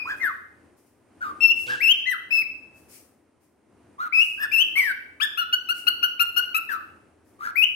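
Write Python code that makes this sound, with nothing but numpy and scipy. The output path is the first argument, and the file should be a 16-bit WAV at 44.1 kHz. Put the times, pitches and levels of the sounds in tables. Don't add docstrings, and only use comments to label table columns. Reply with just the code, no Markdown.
import sys
import numpy as np
from scipy import signal
from scipy.fft import rfft, irfft, next_fast_len
from scipy.io import wavfile
from scipy.ndimage import uniform_filter1d, map_coordinates

SR = 44100
rng = np.random.default_rng(int(sys.argv[2]) if len(sys.argv) > 2 else 0)


def pcm_store(signal):
    levels = np.round(np.clip(np.atleast_2d(signal), -1, 1) * 32767)
    wavfile.write(sys.argv[1], SR, levels.astype(np.int16).T)


N = 341775
LEAD = SR // 5
TOP_HZ = 15830
BUZZ_HZ = 123

WHISTLE_NOTES = [ (-.14, .02, 0.044, 0.012, 1070, 1270, 1245, 1250, -18, -12.5, -34.5, -34.5, -32, 0.3, 5, .4, -58, -20, 0.31),
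                 (1.405, .036, .056, .028, 1332, 1354, 1338, 1440, -11.5, -14, -12.5, -53, -37, .45, 7, .43, -37.5, -19, .04),
                 (1.803, .041, .018, .068, 910, 1365, 1285, 1595, -14, -15, -9.5, -40.5, -32.5, 0.5, 9, .41, -42, -23.5, 0.03),
                 (2.306, 0.024, .085, 0.015, 1235, 1322, 1300, 950, -15, -19, -38, -61.5, -38, 0.7, 8.5, .57, -38, -16, 0.08),
                 (4.123, .025, .035, .055, 1048, 1296, 1266, 1455, -14, -11, -14.5, -35, -43.5, .7, 10.5, 0.54, -55, -28, .05),
                 (4.515, .028, .024, .068, 1137, 1374, 1295, 1585, -14.5, -14.5, -13, -34, -31.5, .5, 11.5, .43, -39.5, -24, .06),
                 (4.755, .035, 0.027, 0.11, 1020, 1156, 1010, 740, -12.5, -23.5, -22, -32, -29.5, .3, 8.5, .11, -31.5, -26.5, 0.14),
                 (7.555, 0.033, .022, 0.042, 970, 1270, 1250, 1525, -13.5, -16, -9, -37, -30.5, 0.4, 17, 0.44, -73.5, -27.5, 0.03),
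                 ]
CHIRP_NOTES = [ (5.2, .028, 0.011, .022, 1057, 1742, 1790, 1463, -21.5, -23, -22.5, 4, -32, 0.64, 11, .45, -17, -26.5, 0.3),
               (5.372, 0.0081, .012, 0.05, 1150, 1393, 1452, 1320, -24, -21.5, -26.5, 2, -33.5, 0.23, 6.5, 0.46, -20, -24.5, 0.21),
               (5.525, 0.0086, 0.011, 0.015, 1274, 1459, 1458, 1565, -25, -23, -24, 9, -31.5, .45, 2.5, .43, -17, -22, .12),
               (5.686, 0.01, 0.011, .024, 1229, 1388, 1422, 1503, -25, -23, -22.5, 4.9, -31.5, 0.28, 5, .47, -15.5, -23, 0.091),
               (5.867, .012, 0.0061, 0.013, 1252, 1443, 1466, 1330, -21, -17, -26.5, 7.9, -19.5, 0.8, 7.5, .43, -13.5, -22.5, 0.18),
               (6.026, 0.0074, .012, 0.024, 1244, 1426, 1482, 1378, -21, -21, -26, 6.4, -28.5, 0.45, 6.9, .45, -19, -22.5, 0.14),
               (6.193, 0.011, 0.013, .025, 1145, 1408, 1404, 1422, -22.5, -20.5, -24, 8, -21.5, .5, 7.3, 0.47, -18.5, -22.5, 0.17),
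               (6.361, .012, 0.017, .018, 1272, 1437, 1447, 1520, -20, -21.5, -17, 5.56, -22.5, .45, 13, 0.42, -17.5, -21.5, .18),
               (6.543, 0.0089, .016, .025, 1218, 1302, 1342, 1369, -25.5, -29.5, -24, 8.8, -23.5, 0.48, 5.5, .48, -20.5, -24, 0.26),
               ]
FALLING_NOTES = [ (.197, .025, 0.017, .08, 1968, 2115, 1818, 1067, -24.5, -18.5, -36.5, -31.5, -37.5, .5, 8, 0.075, -31, -44.5, .27),
                 (2.055, .02, .04, .042, 1722, 2051, 1980, 1150, -19.5, -21, -29.5, -24, -33, .6, 13, .54, -25, -33.5, 0.083),
                 (6.688, .007, .045, .04, 1810, 1748, 1350, 1129, -24.5, -23, -37, -31.5, -36, .45, 11.8, .34, -29.5, -36, 0.44),
                 ]
HOARSE_NOTES = [ (.045, .057, .035, .025, 914, 1700, 1644, 1550, -30.5, -35.5, -43.5, -24, -68, .7, 1, .14, -29.5, -47.5, 0.98),
                (1.205, .022, .03, 0.068, 1372, 1516, 1224, 1177, -28, -29.5, -39, -38.5, -62.5, .6, 4.5, .27, -35, -34, 0.56),
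                (1.675, .035, 0.0343, .022, 1402, 1707, 1660, 1380, -24.5, -27, -33, -25, -49, 0.29, 2.5, .23, -25.5, -32.5, 0.61),
                (3.98, .04, .03, 0.037, 1101, 1454, 1386, 1191, -27, -30, -31.5, -45, -63.5, .75, 2.5, .32, -29, -63, 0.56),
                (4.374, .036, .032, 0.025, 1541, 1710, 1731, 1303, -28.5, -22.5, -32.5, -23, -34.5, .6, 3.5, .18, -23, -36, .42),
                (7.39, .065, .025, 0.034, 1087, 1600, 1407, 1388, -28, -30, -34.5, -38, -53.5, .55, 6, .29, -27.5, -29.5, 0.82),
                ]

# scoop curve (over 1 it starts fast and levels off),
# first level below the next in dB, fade of the other low partial over the bend in dB,
# treble drop in dB per whole note length away from its peak, treble growth with level in dB per dB,
# roundness of the bend 0-1, base level of the odd overtones in dB.
WHISTLE_VOICE = (1.9, 12, 11, 10.6, .6, .8, 10)
CHIRP_VOICE = (1.8, 10, 22, 21, 0.45, .3, 9)
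FALLING_VOICE = (2, 33, 3.6, 70, 0, 0.21, 7.1)
HOARSE_VOICE = (.8, 34, 5, 29, .7, .3, 12)

# frequency in Hz, relative level in dB.
BEAK_COLOUR = [(5000, 1.5), (7000, -18), (8600, -1.5), (10000, -12), (11200, -2.5), (12400, 8.5),
               (13500, -0.5), (14500, -10), (16000, -15.5)]
# frequency in Hz, gain in dB.
FAR_PORT_SHADE = [(1000, 3), (2800, -2), (4500, 2), (6000, 3), (7500, 1), (9000, -17.5), (13000, -8)]
# frequency in Hz, time to fade by 60 dB in seconds.
SHED_RING = [(800, 0.46), (1500, 0.52), (2700, 0.65), (5000, .55), (12000, 0.49)]

# frequency in Hz, relative level in dB per Hz.
AIR_COLOUR = [(20, -37.5), (45, -17.5), (62, -16.5), (82, -1), (105, -6.5), (160, -13), (214, -5.5),
              (300, -1.5), (480, -9.5), (750, -13.5), (1500, -20.5), (2600, -26.5), (3600, -34.5),
              (8000, -35), (9000, -29.5), (12000, -46), (15800, -56)]
# time in seconds, level in dB before a steady 3 dB lift and random drift.
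AIR_LEVEL = [(0.0, -56.5), (0.8, -63.5), (1.83, -55.5), (1.96, -59.5), (3.34, -66), (4.62, -57.5),
             (5.27, -63.5), (6.41, -59), (7.27, -64.5), (7.75, -60)]
# frequency in Hz, likeness from -1 to 1.
AIR_LIKENESS = [(60, 0.68), (180, 1), (550, 0.55), (1650, 0.8), (4970, 0.47), (15000, -0.44)]
# frequency in Hz, left over right in dB.
NOISE_BALANCE = [(60, 0.5), (180, 1), (550, 3), (1650, -3), (4970, -2.5), (15000, 16.5)]

# start in seconds, level in dB, rise in seconds, time to fade by 60 dB in seconds.
PUFF_EVENTS = [(0.158, -58, 0.02, 0.98), (0.761, -66, 0.026, 0.71), (0.859, -73.5, 0.01, .5),
               (1.55, -45, 0.065, 0.49), (2.738, -60, 0.046, 0.68), (2.884, -48, 0.071, 0.45),
               (3.401, -69, 0.04, 0.45), (4.138, -43, .09, 0.57), (5.739, -46, 0.046, 0.44),
               (7.241, -68, .05, 0.58)]
# frequency in Hz, relative level in dB per Hz.
PUFF_COLOUR = [(880, -28), (1500, -17), (2360, 0), (3560, -12), (5220, -1), (7660, -3.5), (8880, 1),
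               (15700, -10.5)]

# time in seconds, level in dB.
BUZZ_LEVEL = [(1.656, -77.5), (1.666, -49), (1.691, -46), (1.74, -49.5), (1.771, -53.5), (1.828, -65.5)]
# resonance in Hz, width in Hz, relative level in dB.
BUZZ_BODY = [(122, 30, 1.5), (235, 40, -3.5), (328, 74, 3), (533, 38, 8.5), (870, 130, -8.5)]
# frequency in Hz, relative level in dB.
BUZZ_RASP = [(1000, -30.5), (2000, -4.5), (3000, 5), (4500, -4), (9000, -12), (14000, -31.5)]


def amp(db):
    return 10 ** (np.asarray(db) / 20)


def unit(x):
    return x / np.sqrt(np.mean(x ** 2) + 1e-20)


def along(points, hz):
    f, v = np.transpose(points)
    return np.interp(np.log(hz + 1), np.log(f + 1), v)


def curve(rows):
    return np.interp(np.arange(N) / SR, *np.transpose(rows))


def wobble(n, rate):
    knots = rng.standard_normal(int(n * rate / SR) + 4)
    return map_coordinates(knots, [np.arange(n) * rate / SR])


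def filtered(x, response):
    m = next_fast_len(x.shape[-1] + 4096)
    spectrum = rfft(x, m) * response(np.fft.rfftfreq(m, 1 / SR))
    return irfft(spectrum, m)[..., :x.shape[-1]]


def rush(colour, likeness):
    def mid_side(hz):
        turn = np.arccos(np.clip(along(likeness, hz), -1, 1)) / 2
        return amp(along(colour, hz)) * [np.cos(turn), np.sin(turn)]

    mid, side = filtered(rng.standard_normal((2, N)), mid_side)
    stereo = np.array([mid + side, mid - side])
    return unit(filtered(stereo, lambda hz: amp(np.outer([.5, -.5], along(NOISE_BALANCE, hz)))))


def shed(x, wet_db, early_db):
    hz, t, z = signal.stft(rng.standard_normal((2, SR)), SR, nperseg=256)
    late = amp(-60 * t / along(SHED_RING, hz)[:, None])
    early = amp(early_db - 60 * t / 0.065)
    tail = signal.istft(z * (late + early), SR, nperseg=256)[1]
    tail *= np.clip(np.arange(tail.shape[1]) / SR / 0.0066, 0, 1)
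    return amp(wet_db) * signal.fftconvolve(x[None], tail / np.linalg.norm(tail[0]), axes=1)


def contour(row, voice, second_leads):
    lengths, pitches, levels_db = row[1:4], row[4:8], row[8:11]
    other_db, treble_peak_db, peak_share = row[11:14]
    scoop_curve, start_db, fade_db, drop_db, grows, rounded, _ = voice
    knots = np.cumsum([0, *lengths])
    t = np.arange(round(knots[-1] * SR)) / SR
    up, still, away = [np.clip((t - begin) / length, 0, 1) for begin, length in zip(knots, lengths)]
    smooth = (1 - np.cos(np.pi * away)) / 2
    eased = away + rounded * (smooth - away)
    hz = np.interp(1 - (1 - up) ** scoop_curve + still + eased, np.arange(4), pitches)
    lead_db = 20 * np.log10(np.interp(t, knots, amp([levels_db[0] - start_db, *levels_db])))
    other_db = lead_db + other_db - fade_db * away
    treble_db = treble_peak_db - drop_db * abs(t / knots[-1] - peak_share)
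    treble_db = treble_db + grows * (lead_db - lead_db.max())
    first_db, second_db = (other_db, lead_db) if second_leads else (lead_db, other_db)
    return t, hz, first_db, second_db, treble_db


def whistle(shape, third_db, fourth_db, odd_db, hoarse):
    t, hz, first_db, second_db, treble_db = shape
    n = len(t)
    hz = uniform_filter1d(hz, 330, mode="nearest") * (1 + (.002 + .045 * hoarse) * wobble(n, 250))
    phase = 2 * np.pi * np.cumsum(hz) / SR

    top_db = np.maximum(first_db, second_db)
    rich_db = top_db + 0.4 * (top_db - top_db.max()) + 0.09 * (treble_db - treble_db.max())
    third_db, fourth_db = [rich_db + db + 3.2 * wobble(n, 90) for db in (third_db, fourth_db)]
    low = 0
    for k, db in enumerate([first_db, second_db, third_db, fourth_db], 1):
        wander = 2.8 * (k > 2) * hoarse * wobble(n, 250)
        low = low + amp(db) * np.sin(k * phase + wander)

    k = np.arange(5, 23)[:, None]
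    pairing_db = 0.33 * np.minimum(first_db - second_db, 0)
    odd = k % 2 * (odd_db + 0.15 * (third_db.max() - top_db.max()) + pairing_db)
    flicker_db = 5.1 * np.array([wobble(n, 71) for _ in k])
    size = amp(along(BEAK_COLOUR, k * hz) + odd + flicker_db) * (k * hz < SR / 2.5)
    smear = (.3 + 3.5 * hoarse) * np.array([wobble(n, 220) for _ in k])
    high = (size * np.sin(k * phase + k * k + smear)).sum(0) / np.sqrt((size ** 2).sum(0))

    flutter = 1 + .6 * hoarse * wobble(n, 300)
    air = rng.standard_normal(n)
    breath_colour = [(3500, -34)] + BEAK_COLOUR
    breath = unit(filtered(air, lambda f: amp(along(breath_colour, f)) / (1 + (f / 13800) ** 16)))
    husk_colour = [(600, -14.5), (1300, 7.0), (2000, 0.0), (3200, -14.0), (5000, -19), (7000, -18.5)]
    husk = unit(filtered(air, lambda f: amp(along(husk_colour, f))))

    voice = np.sqrt(2) * (low * flutter + amp(treble_db) * np.sqrt(1 - .7 * hoarse) * high)
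    voice += amp(treble_db) * 0.57 * hoarse ** 1.3 * breath
    voice += amp(top_db - 10.5) * hoarse * husk
    return voice * np.clip(t / .003, 0, 1) * np.clip((t[-1] - t) / .009, 0, 1)


def bird():
    direct, echo = np.zeros((2, 2, LEAD + N + 2 * SR))
    kinds = [(WHISTLE_NOTES, WHISTLE_VOICE, True), (CHIRP_NOTES, CHIRP_VOICE, False),
             (FALLING_NOTES, FALLING_VOICE, False), (HOARSE_NOTES, HOARSE_VOICE, False)]
    for rows, voice, second_leads in kinds:
        for row in rows:
            pan_db, lag_ms, third_db, fourth_db, hoarse = row[14:]
            shape = contour(row, voice, second_leads)
            note = whistle(shape, third_db, fourth_db, voice[-1], hoarse)
            note = np.pad(note, (0, 64))
            at = LEAD + round(row[0] * SR)

            def far_port(hz):
                lag = np.exp(-2j * np.pi * hz * lag_ms / 1000)
                return amp(along(FAR_PORT_SHADE, hz) - pan_db) * lag

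            direct[:, at:at + len(note)] += [note, filtered(note, far_port)]
            wet = shed(note, wet_db=-7.5, early_db=3.0)
            echo[:, at:at + wet.shape[1]] += wet
    echo = filtered(echo, lambda hz: amp(along([(3500, 1.0), (6000, -6.5), (12000, -4.5)], hz)))
    echo[1] = filtered(echo[1], lambda hz: amp(along(FAR_PORT_SHADE, hz)))
    return (direct + echo)[:, LEAD:LEAD + N]


def murmur():
    level_db = curve(AIR_LEVEL) + 3.0 + 2.0 * wobble(N, 4.7)
    return amp(level_db) * rush(AIR_COLOUR, AIR_LIKENESS)


def puffs():
    t = np.arange(N) / SR
    swell = np.zeros(N)
    for start, db, rise, t60 in PUFF_EVENTS:
        fade = amp(db - 60 * np.maximum(t - start - rise, 0) / t60)
        swell += fade * np.clip((t - start) / rise, 0, 1) ** 0.63
    return swell * rush(PUFF_COLOUR, [(1000, 0.016)])


def buzz():
    turns = np.cumsum(BUZZ_HZ * (1 + 0.024 * wobble(N, 38))) / SR
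    pulses = np.diff(np.floor(turns), prepend=0) * amp(1.5 * wobble(N, 100))

    def body(f):
        total = 0
        for k, (centre, width, db) in enumerate(BUZZ_BODY):
            drag = 1j * f * width
            total = total + (-1) ** k * amp(db) * drag / (centre * centre - f * f + drag)
        return total

    gated = rng.standard_normal(N) * (.3 + np.exp(-3 * (turns % 1)))
    rasp = unit(filtered(gated, lambda hz: amp(along(BUZZ_RASP, hz))))
    level = amp(curve([(1.6, -120)] + BUZZ_LEVEL + [(1.9, -120)]))
    dry = (unit(filtered(pulses, body)) + amp(5) * rasp) * level
    return dry + shed(dry, wet_db=-4.0, early_db=3.5)[:, :N]


def scene():
    return bird() + murmur() + puffs() + buzz()


def record(dry):
    return filtered(dry, lambda hz: hz < TOP_HZ)


dry = scene()
out = record(dry)
pcm_store(out)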